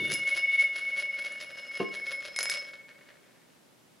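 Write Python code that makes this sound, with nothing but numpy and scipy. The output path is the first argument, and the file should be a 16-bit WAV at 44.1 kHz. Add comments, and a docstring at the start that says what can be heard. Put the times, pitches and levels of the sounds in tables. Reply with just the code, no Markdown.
"""A ball circling in a glass

A small ball circles inside a cocktail glass on a wooden board, close by in a small room.
Its rolling swells on every half lap and keeps the bowl of the glass ringing with a fast beat.
It rattles as it drops to the bottom, then rocks to rest. A second glass is lifted from
the board at the start and later set down on its rim with a thump."""
import sys
import numpy as np
from scipy import signal
from scipy.fft import rfft, irfft, next_fast_len
from scipy.io import wavfile
from scipy.ndimage import map_coordinates

SR = 44100
rng = np.random.default_rng(int(sys.argv[2]) if len(sys.argv) > 2 else 0)


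def int16_out(signal):
    """Quantize to a 16-bit WAV file."""
    q = np.round(np.clip(np.atleast_2d(signal).T, -1, 1) * 32767)
    wavfile.write(sys.argv[1], SR, q.astype(np.int16))


N = 176400
TIME = np.arange(N) / SR


def amp(db):
    """Turn decibels into a gain."""
    return 10 ** (np.asarray(db) / 20)


def unit(x):
    """Scale a signal to an average power of 1."""
    return x / np.sqrt(np.mean(x ** 2) + 1e-20)


def along(points, hz):
    """Read between (Hz, value) points on a logarithmic frequency scale."""
    freqs, values = np.transpose(points)
    return np.interp(np.log(hz + 1), np.log(freqs + 1), values)


def curve(points):
    """Join (seconds, value) points with straight lines."""
    return np.interp(TIME, *np.transpose(points))


def wobble(rate):
    """A smooth random curve through `rate` points a second."""
    points = rng.standard_normal(int(N * rate / SR) + 4)
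    return map_coordinates(points, [np.arange(N) * rate / SR])


def coloured(x, colour, size=4096):
    """Filter x; the colour sets only the balance of low and high, not the overall level."""
    cepstrum = irfft(np.log(amp(along(colour, np.fft.rfftfreq(size, 1 / SR)))))
    cepstrum[1:size // 2] *= 2  # folded so that the filter never sounds ahead of its input
    cepstrum[size // 2 + 1:] = 0
    response = irfft(np.exp(rfft(cepstrum)))
    return signal.fftconvolve(x, response / np.linalg.norm(response))[:len(x)]


def add(track, start, sound):
    """Mix a sound into the track, `start` seconds in."""
    part = track[max(round(start * SR), 0):][:len(sound)]
    part += sound[:len(part)]


# The colour of the room's air. Each row: frequency in Hz, relative level in dB.
AIR_COLOUR = [(25, -31), (79, -19.5), (129, -6), (246, -5), (457, -9), (703, -12), (1240, -15.5),
              (4040, -21), (11200, -26), (15500, -34)]
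# How alike the air is left and right. Each row: frequency in Hz, likeness (1 is identical).
AIR_LIKENESS = [(40, .05), (150, 0.13), (400, 0.15), (1500, 0.12), (10000, 0.46)]

def room_air(level_db=-63):
    """The quiet, steady hiss of the room."""
    hz = np.fft.rfftfreq(N, 1 / SR)
    spread = np.arccos(along(AIR_LIKENESS, hz)) / 2
    spectrum = rfft(rng.standard_normal((2, N))) * amp(along(AIR_COLOUR, hz))
    mid, side = irfft(spectrum * [np.cos(spread), np.sin(spread)], N)
    return amp(level_db) * np.array([mid + side, mid - side]) / np.std(mid)


# The room's echo. Each row: frequency in Hz, seconds to fade by 60 dB.
ECHO_FADE = [(150, 0.5), (600, 0.63), (2500, 0.19), (6000, 0.31), (12000, 0.19)]

def in_room(x, echo_db, width, pan_db, wide_below_hz=1460):
    """A sound plus the room's short echo, which is wider in the bass."""
    hz, t, noise = signal.stft(rng.standard_normal((2, SR // 2)), SR, nperseg=256)
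    fade = amp(-60 * t / along(ECHO_FADE, hz)[:, None])
    tails = signal.istft(noise * fade * (1 - np.exp(-t / .002)), SR, nperseg=256)[1]
    tails /= np.linalg.norm(tails[0])
    mid, side = amp(echo_db) * signal.fftconvolve(x[None], tails, axes=1)[:, :N]
    side = width * signal.lfilter(*signal.butter(1, wide_below_hz, fs=SR), side)
    return np.array([x + mid + side, x + mid - side]) * amp([[pan_db], [-pan_db]])


# The board's rumble. Each row: time in seconds, level in dB.
RUMBLE_LEVELS = [(0, -36.5), (.03, -42), (.07, -48.5), (.11, -41), (.17, -51.5), (.27, -70.5), (.55, -83),
                 (.8, -120)]
# Its colour. Each row: frequency in Hz, relative level in dB.
RUMBLE_COLOUR = [(50, -48), (110, -8.5), (170, 4), (260, -11), (360, -2.5), (560, -16), (850, -37),
                 (1060, -19.5), (1200, -38.5), (4000, -76)]

def glass_lifted():
    """The board rumbles as the second glass leaves it."""
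    return amp(curve(RUMBLE_LEVELS)) * coloured(rng.standard_normal(N), RUMBLE_COLOUR)


# The second glass hits the board. Each row: start in seconds, strength in dB.
LANDINGS = [(1.7996, -21.5), (1.829, -40)]
# Tones of that glass and the board. Each row: pitch in Hz, relative level in dB, seconds to fade 60 dB.
THUMP_TONES = [(203.5, -6.5, 0.1), (394.2, -1, 0.11), (449, -3.5, 0.09), (589, -15.5, .1), (695, -14, 0.16),
               (867, -18.5, 0.096), (1064.5, -12.5, 0.28), (1213, -21, 0.26), (1710, -29, .1),
               (2783, -10.5, 0.074)]
# The puff of noise in each blow. Each row: frequency in Hz, relative level in dB.
PUFF_COLOUR = [(50, -47), (130, -7.5), (220, 1), (400, 8), (700, -12.5), (1500, -16.5), (4000, -25),
               (10000, -63)]

def glass_set_down(puff_db=-3.5, puff_fade_s=.11, attack_s=.0012, bass_cut_hz=143):
    """A dull double blow as the rim lands; the small board gives off no deep bass."""
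    blows, t = np.zeros(N), TIME[:SR // 2]
    ring = sum(amp(db - 60 * t / fade_s) * np.sin(2 * np.pi * hz * t) for hz, db, fade_s in THUMP_TONES)
    for start, db in LANDINGS:
        puff = amp(puff_db - 60 * t / puff_fade_s) * coloured(rng.standard_normal(len(t)), PUFF_COLOUR)
        add(blows, start, amp(db) * (ring + puff) * (1 - np.exp(-t / attack_s)))
    return signal.lfilter(*signal.butter(3, bass_cut_hz, "high", fs=SR), blows)


# The rolling swells once per half lap, then with the last rocking.
# Each row: time of the peak in seconds, level in dB, half width in seconds.
SWELLS = [(.04, -53, .025), (.122, -47, .016), (.292, -46, .016), (.364, -45, .018), (.533, -49, .014),
          (.603, -45.5, .015), (.782, -48, .022), (.87, -53, .03), (1.0, -46, .018), (1.235, -49, .034),
          (1.416, -46, .013), (1.595, -52, .017), (1.775, -52, .035), (1.948, -49, .015), (2.095, -50, .03),
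          (2.257, -46.5, .019), (2.42, -48, .02), (2.54, -45.5, .036), (2.675, -54, .016),
          (2.745, -50, .007), (2.893, -55, .006), (3.098, -57, .012)]
# The rolling between swells. Each row: time in seconds, level in dB.
ROLL_LEVELS = [(0, -50.5), (.7, -56.5), (2.3, -57), (2.62, -55), (2.83, -67), (3.15, -65), (3.45, -75),
               (4, -100.5)]

def rolling_forces(contacts_per_s=800, spread_db=8, cluster_db=3.5, settle_s=2.7):
    """Clusters of tiny contacts give a soft and a sharp force; pressing harder favours the sharp one."""
    swells = sum(amp(db) ** 2 * np.exp(-.5 * ((TIME - peak) / width) ** 2) for peak, db, width in SWELLS)
    pressure = np.sqrt(amp(curve(ROLL_LEVELS)) ** 2 + swells)
    sizes = amp(spread_db * np.minimum(rng.exponential(size=N), 2)) * rng.choice([-1, 1], N)
    ticks = unit(sizes * (rng.random(N) < contacts_per_s / SR))
    contacts = ticks + .22 * rng.standard_normal(N)
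    contacts = unit(contacts * amp(cluster_db * wobble(rate=110)))
    loud_db = -46  # both forces are equally strong at this pressure, until the ball settles
    softening_db = 30 * np.maximum(TIME - settle_s, 0)
    sharpness = amp(loud_db - softening_db) * (pressure / amp(loud_db)) ** 1.86
    return contacts * pressure, contacts * sharpness


# The ball knocks on the bowl. Each row: start in seconds, strength in dB, treble limit in Hz.
KNOCKS = [(.1025, -23, 8000), (.1105, -20, 7000), (.1195, -10, 8000), (.1297, -11, 8000),
          (.139, -10, 12000), (.277, -16, 6000), (.291, -19, 4500), (.351, -22, 7000), (.375, -20, 6500),
          (.381, -19, 6000), (.521, -23, 4500), (.5915, -23, 6000), (.6112, -17, 7500), (1.0, -24, 11000),
          (1.322, -25, 8000), (1.403, -22, 6500), (1.414, -23, 6500), (1.578, -27, 6000),
          (1.668, -30, 6500), (1.754, -23, 6500), (2.206, -27, 6500), (2.3627, -13, 9500),
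          (2.3892, -4.5, 8500), (2.4084, -9, 7000), (2.4296, -10, 14000), (2.4564, -8.5, 7000),
          (2.4986, -7, 12000), (2.5145, -12, 8000), (2.5265, -16, 6000), (2.5398, -15, 7500),
          (2.5548, -19, 5000), (2.5725, -20, 7000)]

def knock_force(skid_db=-14, skid_fade_s=.0035):
    """Each hop of the ball is a blow and a brief skid; a shorter contact is brighter."""
    force, t = np.zeros(N), TIME[:256]
    for start, db, limit_hz in KNOCKS:
        skid = amp(skid_db - 60 * t / skid_fade_s) * rng.standard_normal(len(t))
        contact = signal.unit_impulse(len(t)) + skid
        contact = signal.lfilter(*signal.butter(3, limit_hz, fs=SR), contact / np.linalg.norm(contact))
        add(force, start, rng.choice([-1, 1]) * amp(db) * contact)
    return force


# Colours of the rolling's body, its grit and a knock. Each row: frequency in Hz, relative level in dB.
BODY_COLOUR = [(100, -23.5), (300, -14), (470, -8.5), (570, 6.5), (680, -12), (920, -14.5), (1300, -4),
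               (1700, 1.5), (2500, -4.5), (4500, -14), (9000, -38.5), (15000, -56.5)]
GRIT_COLOUR = [(900, -22.5), (1900, 7), (3000, 7), (4300, 4), (6000, -2), (8500, -18), (10400, -15.5),
               (11300, -38.5)]
KNOCK_COLOUR = [(150, -43), (560, -3.5), (850, -10.5), (1600, 1), (2900, -4), (4200, 0), (7000, -1.5),
                (10500, -4.5), (11800, -16), (15500, -21.5)]
# The bowl's short tones. Each row: pitch in Hz, seconds to fade 60 dB, relative level in dB,
# change in dB per second as the ball sinks.
STRUCK_TONES = [(2231, 0.25, -3, -1), (2850, 0.25, -8, -6), (5153, .27, -7, 1.5), (9938, 0.09, 1, -5),
                (10121, 0.08, 1, -6), (10560, 0.09, -1, -1), (13560, 0.06, -15, -2)]

def ball(body_db=2, grit_db=2.5, roll_ring_db=-5, knock_ring_db=3.5, attack_s=.0005):
    """The ball rolls and knocks, and every contact strikes short tones from the bowl."""
    soft, sharp = rolling_forces()
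    knocks = knock_force()
    sound = amp(body_db) * coloured(soft, BODY_COLOUR) + amp(grit_db) * coloured(sharp, GRIT_COLOUR)
    sound += coloured(knocks, KNOCK_COLOUR)
    drive = amp(roll_ring_db) * sharp + amp(knock_ring_db) * knocks
    t = TIME[:SR // 2]
    for hz, fade_s, db, db_per_s in STRUCK_TONES:
        ping = np.sin(2 * np.pi * hz * t) * (1 - np.exp(-t / attack_s)) * amp(-60 * t / fade_s)
        sound += signal.fftconvolve(drive * amp(db + db_per_s * TIME), ping / np.linalg.norm(ping))[:N]
    return sound


# The bowl's long tones: its lowest pair, then three overtones.
# Each row: time in seconds, relative level in dB.
PAIR_LOWER = [(0.0, -43), (0.3, -31), (0.42, -37), (0.621, -26), (0.779, -39.5), (1.2, -38), (1.5, -54),
              (1.77, -41), (1.88, -54), (2.03, -41.5), (2.2, -38.5), (2.36, -56), (2.364, -34), (2.46, -52),
              (2.68, -53), (3.6, -88)]
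PAIR_UPPER = [(0.0, -31), (0.16, -38), (0.31, -32), (0.62, -26), (0.75, -43), (0.87, -33), (1.3, -39),
              (1.55, -48), (1.88, -40), (2.14, -41), (2.33, -57), (2.53, -37.5), (3.44, -87)]
LOW_OVERTONE = [(0, -47), (.71, -48.5), (.75, -54), (1.02, -53.5), (1.5, -59), (1.87, -54.5), (2.1, -75),
                (3.2, -88)]
MID_OVERTONE = [(0, -51.5), (.05, -40), (.15, -54.5), (.43, -59.5), (0.529, -49.5), (.66, -57.5),
                (2.6, -91)]
HIGH_OVERTONE = [(.5, -66), (2.35, -55), (2.38, -45), (2.58, -38.5), (2.87, -92)]

def singing_bowl(ring_db=-.3, flutter_db=2.2):
    """Two close tones beat under rougher overtones; the ball keeps them all unsteady until it settles."""
    stir = amp(curve(ROLL_LEVELS) + 56.5).clip(0, 1)  # full while the rolling is above -56.5 dB

    def tone(hz, levels, wander_radians=.6):
        phase = 2 * np.pi * hz * TIME + wander_radians * stir * wobble(rate=40)
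        level_db = ring_db + curve(levels) + flutter_db * stir * wobble(rate=60)
        return np.sqrt(2) * amp(level_db) * np.sin(phase)

    low_overtone = tone(2866, LOW_OVERTONE) + amp(-4) * tone(2851, LOW_OVERTONE)  # this one beats too
    pair = tone(2189, PAIR_LOWER, wander_radians=.25) + tone(2207.2, PAIR_UPPER, wander_radians=.25)
    return pair + low_overtone + tone(3585, MID_OVERTONE) + tone(5152, HIGH_OVERTONE)


def scene(bowl_pan_db=.5):
    """The singing glass is a little to the left, the second glass a little to the right."""
    ring = singing_bowl() * amp([[bowl_pan_db], [-bowl_pan_db]])
    rolling = in_room(ball(), echo_db=-8, width=1.38, pan_db=bowl_pan_db)
    second_glass = in_room(glass_set_down() + glass_lifted(), echo_db=-11.5, width=1.3, pan_db=-.3)
    return ring + rolling + second_glass + room_air()


def record(dry, top_hz=15850):
    """Cut away the very highest treble."""
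    size = next_fast_len(N + SR // 2)
    kept = np.fft.rfftfreq(size, 1 / SR) < top_hz
    return irfft(rfft(dry, size) * kept, size)[:, :N]


dry = scene()
out = record(dry)
int16_out(out)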